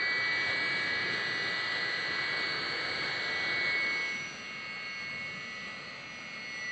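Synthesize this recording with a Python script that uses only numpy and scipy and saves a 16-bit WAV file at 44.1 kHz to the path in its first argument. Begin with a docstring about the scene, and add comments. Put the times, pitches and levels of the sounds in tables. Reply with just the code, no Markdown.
"""A blower whine over a rush of air and flame, with a fixed-pitch singing tone, from a small fuel-fired heater
on a workbench. The whine and its companions are sines on whole multiples of the shaft speed, which sags at each
stroke of the fuel pump; the chopped motor drive and a thin whistle are sines of fixed pitch. The rush is shaped
noise. A hand-held microphone stays close to the casing, then swings away along the bench."""
import sys
import numpy as np
from scipy import signal
from scipy.io import wavfile
from scipy.ndimage import uniform_filter1d

SR = 44100
rng = np.random.default_rng(int(sys.argv[2]) if len(sys.argv) > 2 else 0)


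def pcm_store(signal):
    """Save signal as 16-bit PCM."""
    levels = np.round(np.clip(np.atleast_2d(signal), -1, 1) * 32767)
    wavfile.write(sys.argv[1], SR, levels.astype(np.int16).T)


def ratio(d):
    """dB to gain"""
    e = np.asarray(d, float) / 20
    return 10 ** e


N = 295911  # length [samples]

# blower shaft before stroke sags and wobble: (time [s], speed [turns/s])
SHAFT_SPEED = [(0, 119.31), (.5, 119.45), (.95, 119.43), (1.3, 118.65), (1.8, 118.25), (2.2, 118.05),
               (2.8, 117.63), (3.5, 117.28), (3.9, 116.72), (4.4, 115.82), (5, 115.73), (5.55, 116.0),
               (6, 115.52), (6.71, 114.83)]
# fuel pump strokes, each loading the supply: (time [s])
PUMP_STROKES = [.49, 1.125, 1.752, 2.394, 3.03, 3.665, 4.333, 5.003, 5.668, 6.344]
# main whine at the moving microphone: (time [s], level [dB])
WHINE_LEVEL = [(0, -36.5), (.76, -36), (.86, -40), (1.1, -40), (1.2, -49), (1.55, -43.5), (1.87, -50.5),
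               (2.15, -43), (2.4, -38.5), (2.67, -43), (3.25, -41), (3.75, -32), (4.02, -34.5), (4.25, -40),
               (4.36, -56), (4.49, -45), (5.25, -40), (5.37, -45), (5.77, -48.5), (5.87, -53), (6.38, -45),
               (6.62, -44), (6.71, -50)]
# its three strongest companions, before waver:
# (time [s], order 14 level [dB], order 24 level [dB], order 38 level [dB])
COMPANION_LEVELS = [(0, -44, -70, -44.5), (.35, -44, -53, -45.5), (1.0, -42, -59, -52),
                    (1.4, -44.5, -55, -47.5), (2.1, -45.5, -57, -51.5), (2.5, -45, -57.5, -44),
                    (3.5, -43.5, -56.5, -47), (3.95, -47, -59, -48), (4.2, -52.5, -54.5, -59.5),
                    (4.5, -59.5, -53, -58), (5.05, -56, -52.5, -52), (5.3, -63, -50.5, -59.5),
                    (5.5, -69, -53, -55), (5.75, -65, -57, -60), (5.88, -69, -67, -52),
                    (6.12, -71, -67, -67), (6.4, -69, -58, -53.5), (6.71, -71, -58, -55.5)]
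# shaft orders of those companions: (order [cycles per turn])
COMPANION_ORDERS = [14, 24, 38]
# weaker shaft orders, before waver:
# (order [cycles per turn], level near the casing [dB], level along the bench [dB])
WEAK_ORDERS = [(9, -60, -76), (11, -53, -65), (13, -55, -65), (15, -52, -71), (16, -62, -64),
               (17, -53, -66), (18, -62, -68), (20, -70, -68), (21, -61, -62), (22, -65, -64),
               (23, -61, -62), (25, -63, -63), (26, -71, -63), (31, -59, -74), (32, -65, -72),
               (36, -52, -65), (37, -63, -69), (40, -66, -72), (41, -72, -72), (42, -80, -74),
               (43, -79, -76), (53, -83, -85), (54, -82, -82), (55, -80, -84), (56, -79, -80),
               (57, -78, -90)]
# drive tone and its third harmonic: (frequency [Hz])
DRIVE_TONES_HZ = [1965.3, 5895.9]
# drive tone at the microphone: (time [s], level [dB])
DRIVE_LEVEL = [(0, -33), (.45, -35.5), (.7, -38.5), (.9, -38), (1.9, -37.5), (2.42, -40), (2.62, -45.5),
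               (3.02, -49), (3.3, -38), (3.7, -37.5), (4.1, -42.5), (4.27, -58), (4.5, -56), (4.63, -50.5),
               (4.95, -48), (5.36, -51), (5.5, -46), (5.88, -49), (6.02, -64), (6.13, -56), (6.35, -53.5),
               (6.71, -37)]
# third harmonic of the drive tone: (time [s], level [dB])
DRIVE_THIRD_LEVEL = [(0, -68.5), (.42, -60.5), (.65, -71), (1.45, -60.5), (1.62, -71.5), (2.0, -64),
                     (2.7, -73), (3.4, -61), (3.68, -71.5), (3.88, -61.5), (4.28, -53), (4.75, -74.5),
                     (4.95, -61.5), (5.13, -69), (5.55, -62.5), (5.97, -72.5), (6.15, -60.5), (6.37, -67),
                     (6.63, -55), (6.71, -57)]
# thin whistle, strongest in front of the casing: (time [s], level [dB])
WHISTLE_LEVEL = [(0, -76), (.5, -60.5), (1.1, -53.5), (2.5, -53), (3.2, -57), (3.5, -67), (4.0, -61),
                 (4.4, -71), (6.71, -79)]
# rush at the microphone, relative levels: (time [s], whole rush [dB], extra treble facing the air intake [dB])
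MIC_RUSH = [(0, -46, -3.5), (.3, -46, -1), (.55, -45, 0), (1.0, -45.5, .5), (2.0, -46.5, .5), (2.8, -45, 0),
            (3.4, -46, 0.5), (3.75, -46.5, .5), (3.95, -49, 0), (4.3, -53.5, -2), (4.9, -55, -2.5),
            (5.2, -54.5, -2), (5.55, -55.5, -1), (5.8, -54, -4), (6.1, -55.5, -4.5), (6.71, -54, -4)]
# nearness of the microphone to the casing: (time [s], share [0-1])
NEARNESS = [(0, 0.95), (3.7, 1), (4.1, 0.3), (4.4, 0.37), (6.71, 0.14)]
# colour of the rush: (frequency [Hz], gain near the casing [dB], gain along the bench [dB])
RUSH_COLOUR = [(205, -10.5, -2), (314, 4, 5.5), (480, 5, 3.5), (640, 1.5, 2), (694, 1.5, -5), (860, 0.5, 0),
               (1000, -0.5, -0.5), (1070, -0.5, 1.5), (1210, 4, 6), (1600, 5, -4.5), (2090, 9, 7.5),
               (2390, -3, 6), (2650, -9, 4), (2900, -3, 3.5), (3290, 2.5, 2.5), (3544, -2.5, -4),
               (4145, 7.5, 3), (4890, -8, 1.5), (5100, -20.5, -13.5)]
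# band limits of the rush at the microphone: (frequency [Hz], gain [dB])
RUSH_LIMITS = [(25, -28.5), (70, -16.5), (120, -0.5), (5600, -1), (5950, 3.5), (6350, -3), (6800, 1.5),
               (7500, 0), (7800, 2.5), (8300, -2.5), (8450, -16.5), (9100, -40), (9800, -71)]
# echo off the bench top, before the treble is scattered: (time [s], delay [ms], strength [0-1])
BENCH_ECHO = [(0, 0.7, 0.04), (3.9, 1.06, 0), (4.5, 1.56, 0.16), (5.1, 1.62, 0.4), (5.7, 1.58, 0.46),
              (6.2, 1.44, 0.4), (6.71, 1.48, 0.4)]
# flame rumble, relative: (frequency [Hz], level near the casing [dB], level along the bench [dB])
FLAME_RUMBLE = [(25, -82, -80.5), (71, -75, -76), (123, -54, -65), (170, -57, -59.5), (218, -60.5, -56),
                (272, -67, -66.5), (400, -89.5, -91), (810, -150, -150)]

SAG_TURNS_PER_S, SAG_S, RECOVER_S = 0.63, 0.075, 0.25  # sag scale before recovery, ramp, recovery constant
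WHINE_ORDER, WHISTLE_HZ = 19, 2908
FLAME_LIFT_DB = 1.9  # peak lift of the rush at a stroke


def curves(rows, t):
    """Columns of a table joined by straight lines."""
    s, *columns = np.transpose(rows)
    return [np.interp(t, s, c) for c in columns]


def spectra(rows, hz):
    """Columns of a table read on a log-frequency axis."""
    return curves([(np.log(f), *db) for f, *db in rows], np.log(hz + 1))


def drift(t, top_hz):
    """Slow random movement of standard deviation 1: twelve sines, the slower ones stronger."""
    hz = np.geomspace(top_hz / 20, top_hz, 12)
    phase = rng.random((12, 1))
    x = np.sin(2 * np.pi * (hz[:, None] * t + phase)).T @ hz ** -0.5
    return x / x.std()


def slow_drift(t, top_hz):
    """The same movement computed on every 256th sample and joined by straight lines."""
    coarse = t[::256]
    return np.interp(t, coarse, drift(coarse, top_hz))


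def tone(turns, db):
    """A sine of the given rms level, its phase counted in turns from a random start."""
    return np.sqrt(2) * ratio(db) * np.sin(2 * np.pi * (turns + rng.random()))


def shaft(t):
    """Shaft speed [turns/s]: a slow run-down, dented by every pump stroke."""
    since = t - np.array(PUMP_STROKES)[:, None]
    onset = np.clip(since / SAG_S + 0.5, 0, 1)  # ramp centred on the stroke
    recovery = np.exp(-np.maximum(since, 0) / RECOVER_S)
    sag = (onset * recovery).sum(0)
    return curves(SHAFT_SPEED, t)[0] - SAG_TURNS_PER_S * sag


def blower(t, turns):
    """Blades and windings ring on whole multiples of the shaft; all but the main whine waver at random."""
    near = curves(NEARNESS, t)[0]
    out = tone(WHINE_ORDER * turns, curves(WHINE_LEVEL, t)[0])
    for order, db in zip(COMPANION_ORDERS, curves(COMPANION_LEVELS, t)):
        waver_db = 1.5 * slow_drift(t, 5)
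        out += tone(order * turns, db + waver_db)
    for order, near_db, far_db in WEAK_ORDERS:
        waver_db = 2.8 * slow_drift(t, 3)
        out += tone(round(order) * turns, near * near_db + (1 - near) * far_db + waver_db)
    return out


def drive(t):
    """The chopped supply makes the windings sing at a pitch that ignores the speed."""
    levels = curves(DRIVE_LEVEL, t) + curves(DRIVE_THIRD_LEVEL, t)  # a list of two
    return sum(tone(hz * t, db) for hz, db in zip(DRIVE_TONES_HZ, levels))


def whistle(t):
    """A thin sine of steady pitch whose level follows the microphone's place."""
    return tone(WHISTLE_HZ * t, curves(WHISTLE_LEVEL, t)[0])


def rush(turns):
    """Turbulent air and flame: random spectra coloured by casing, intake and bench echo."""
    frames = N // 256 + 5
    hz = np.fft.rfftfreq(1024, 1 / SR)[:, None]
    t = np.arange(frames) * 256 / SR
    near = curves(NEARNESS, t)[0]
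    rush_db, intake_db = curves(MIC_RUSH, t)
    real, imaginary, patches = rng.standard_normal((frames, 513, 3)).T
    # random patches of level, smooth over frequency and time
    patches = uniform_filter1d(uniform_filter1d(patches, size=10, axis=0), size=30, axis=1)
    patches_db = 1.02 * patches / patches.std()

    near_db, far_db = spectra(RUSH_COLOUR, hz)
    colour_db = near * near_db + (1 - near) * far_db + spectra(RUSH_LIMITS, hz)[0]
    intake = 1 / (1 + (2900 / (hz + 1)) ** 8)  # the intake beams the treble
    air_db = colour_db + rush_db + intake * intake_db - 12.5

    delay_ms, strength = curves(BENCH_ECHO, t)
    scatter = 1 / (1 + (hz / 2500) ** 4)  # clutter on the bench breaks up the treble echo
    delayed = np.exp(-2j * np.pi * hz * delay_ms / 1000)
    echo = 1 + np.clip(strength, 0, 1) * scatter * delayed

    low_near_db, low_far_db = spectra(FLAME_RUMBLE, hz)
    rumble = ratio(near * low_near_db + (1 - near) * low_far_db)
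    # the flame lifts just after each stroke
    flame_db = sum(FLAME_LIFT_DB * np.exp(-((t - s - 0.01) / 0.027) ** 2) for s in PUMP_STROKES)
    size = np.hypot(ratio(air_db) * abs(echo), rumble) * ratio(flame_db + patches_db)
    air = signal.istft((real + 1j * imaginary) * size, nperseg=1024, noverlap=768)[1][:N]
    treble = signal.sosfilt(signal.butter(2, 3000, "high", fs=SR, output="sos"), air)
    # the treble throbs with the rotor, once and twice a turn
    throb = 0.11 * np.cos(2 * np.pi * turns) + 0.21 * np.cos(4 * np.pi * turns)
    return air + treble * throb


def scene():
    """Blower, drive, whistle and rush at one microphone."""
    t = np.arange(N) / SR
    wobble = 1 + 0.00022 * slow_drift(t, 30)
    turns = np.cumsum(shaft(t) * wobble) / SR
    return (blower(t, turns) + drive(t) + whistle(t) + rush(turns))[None]


def drop_masked(x, below_all_db=-51, below_near_db=-22, jitter_db=4):
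    """Thrifty compression: lines far weaker than the whole sound, or than their neighbours, are dropped."""
    z = signal.stft(x, nperseg=2048, noverlap=1536)[2]
    power = uniform_filter1d(abs(z) ** 2, size=5, axis=1)
    whole = uniform_filter1d(power.sum(0), size=20) * ratio(below_all_db) ** 2
    spread = uniform_filter1d(power, 41, 0, origin=8)  # reaches further down in pitch than up
    nearby = spread * ratio(below_near_db) ** 2
    bands = rng.standard_normal((z.shape[1], 257)).T.repeat(4, 0)[:1025]
    jitter = uniform_filter1d(bands, size=24, axis=1)  # each band keeps its threshold for a while
    above_db = 10 * np.log10(power / (whole + nearby) + 1e-12) + jitter_db * jitter / jitter.std()
    gate = 1 / (1 + np.exp(np.clip(-above_db * 2, -50, 50)))
    hz = np.fft.rfftfreq(2048, 1 / SR)[:, None]
    keep = np.where((hz < 1000) | (hz > 8400), 1, gate)  # bass and top pass whole
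    return signal.istft(z * keep, nperseg=2048, noverlap=1536)[1][:N]


def top_cut(x):
    """Nothing passes above the cut-off."""
    return signal.sosfilt(signal.butter(12, 9030, fs=SR, output="sos"), x)


def record(dry):
    """The microphone's sound, thinned of its masked lines."""
    mix = drop_masked(dry[0])[None]
    return top_cut(mix)


dry = scene()
out = record(dry)
pcm_store(out)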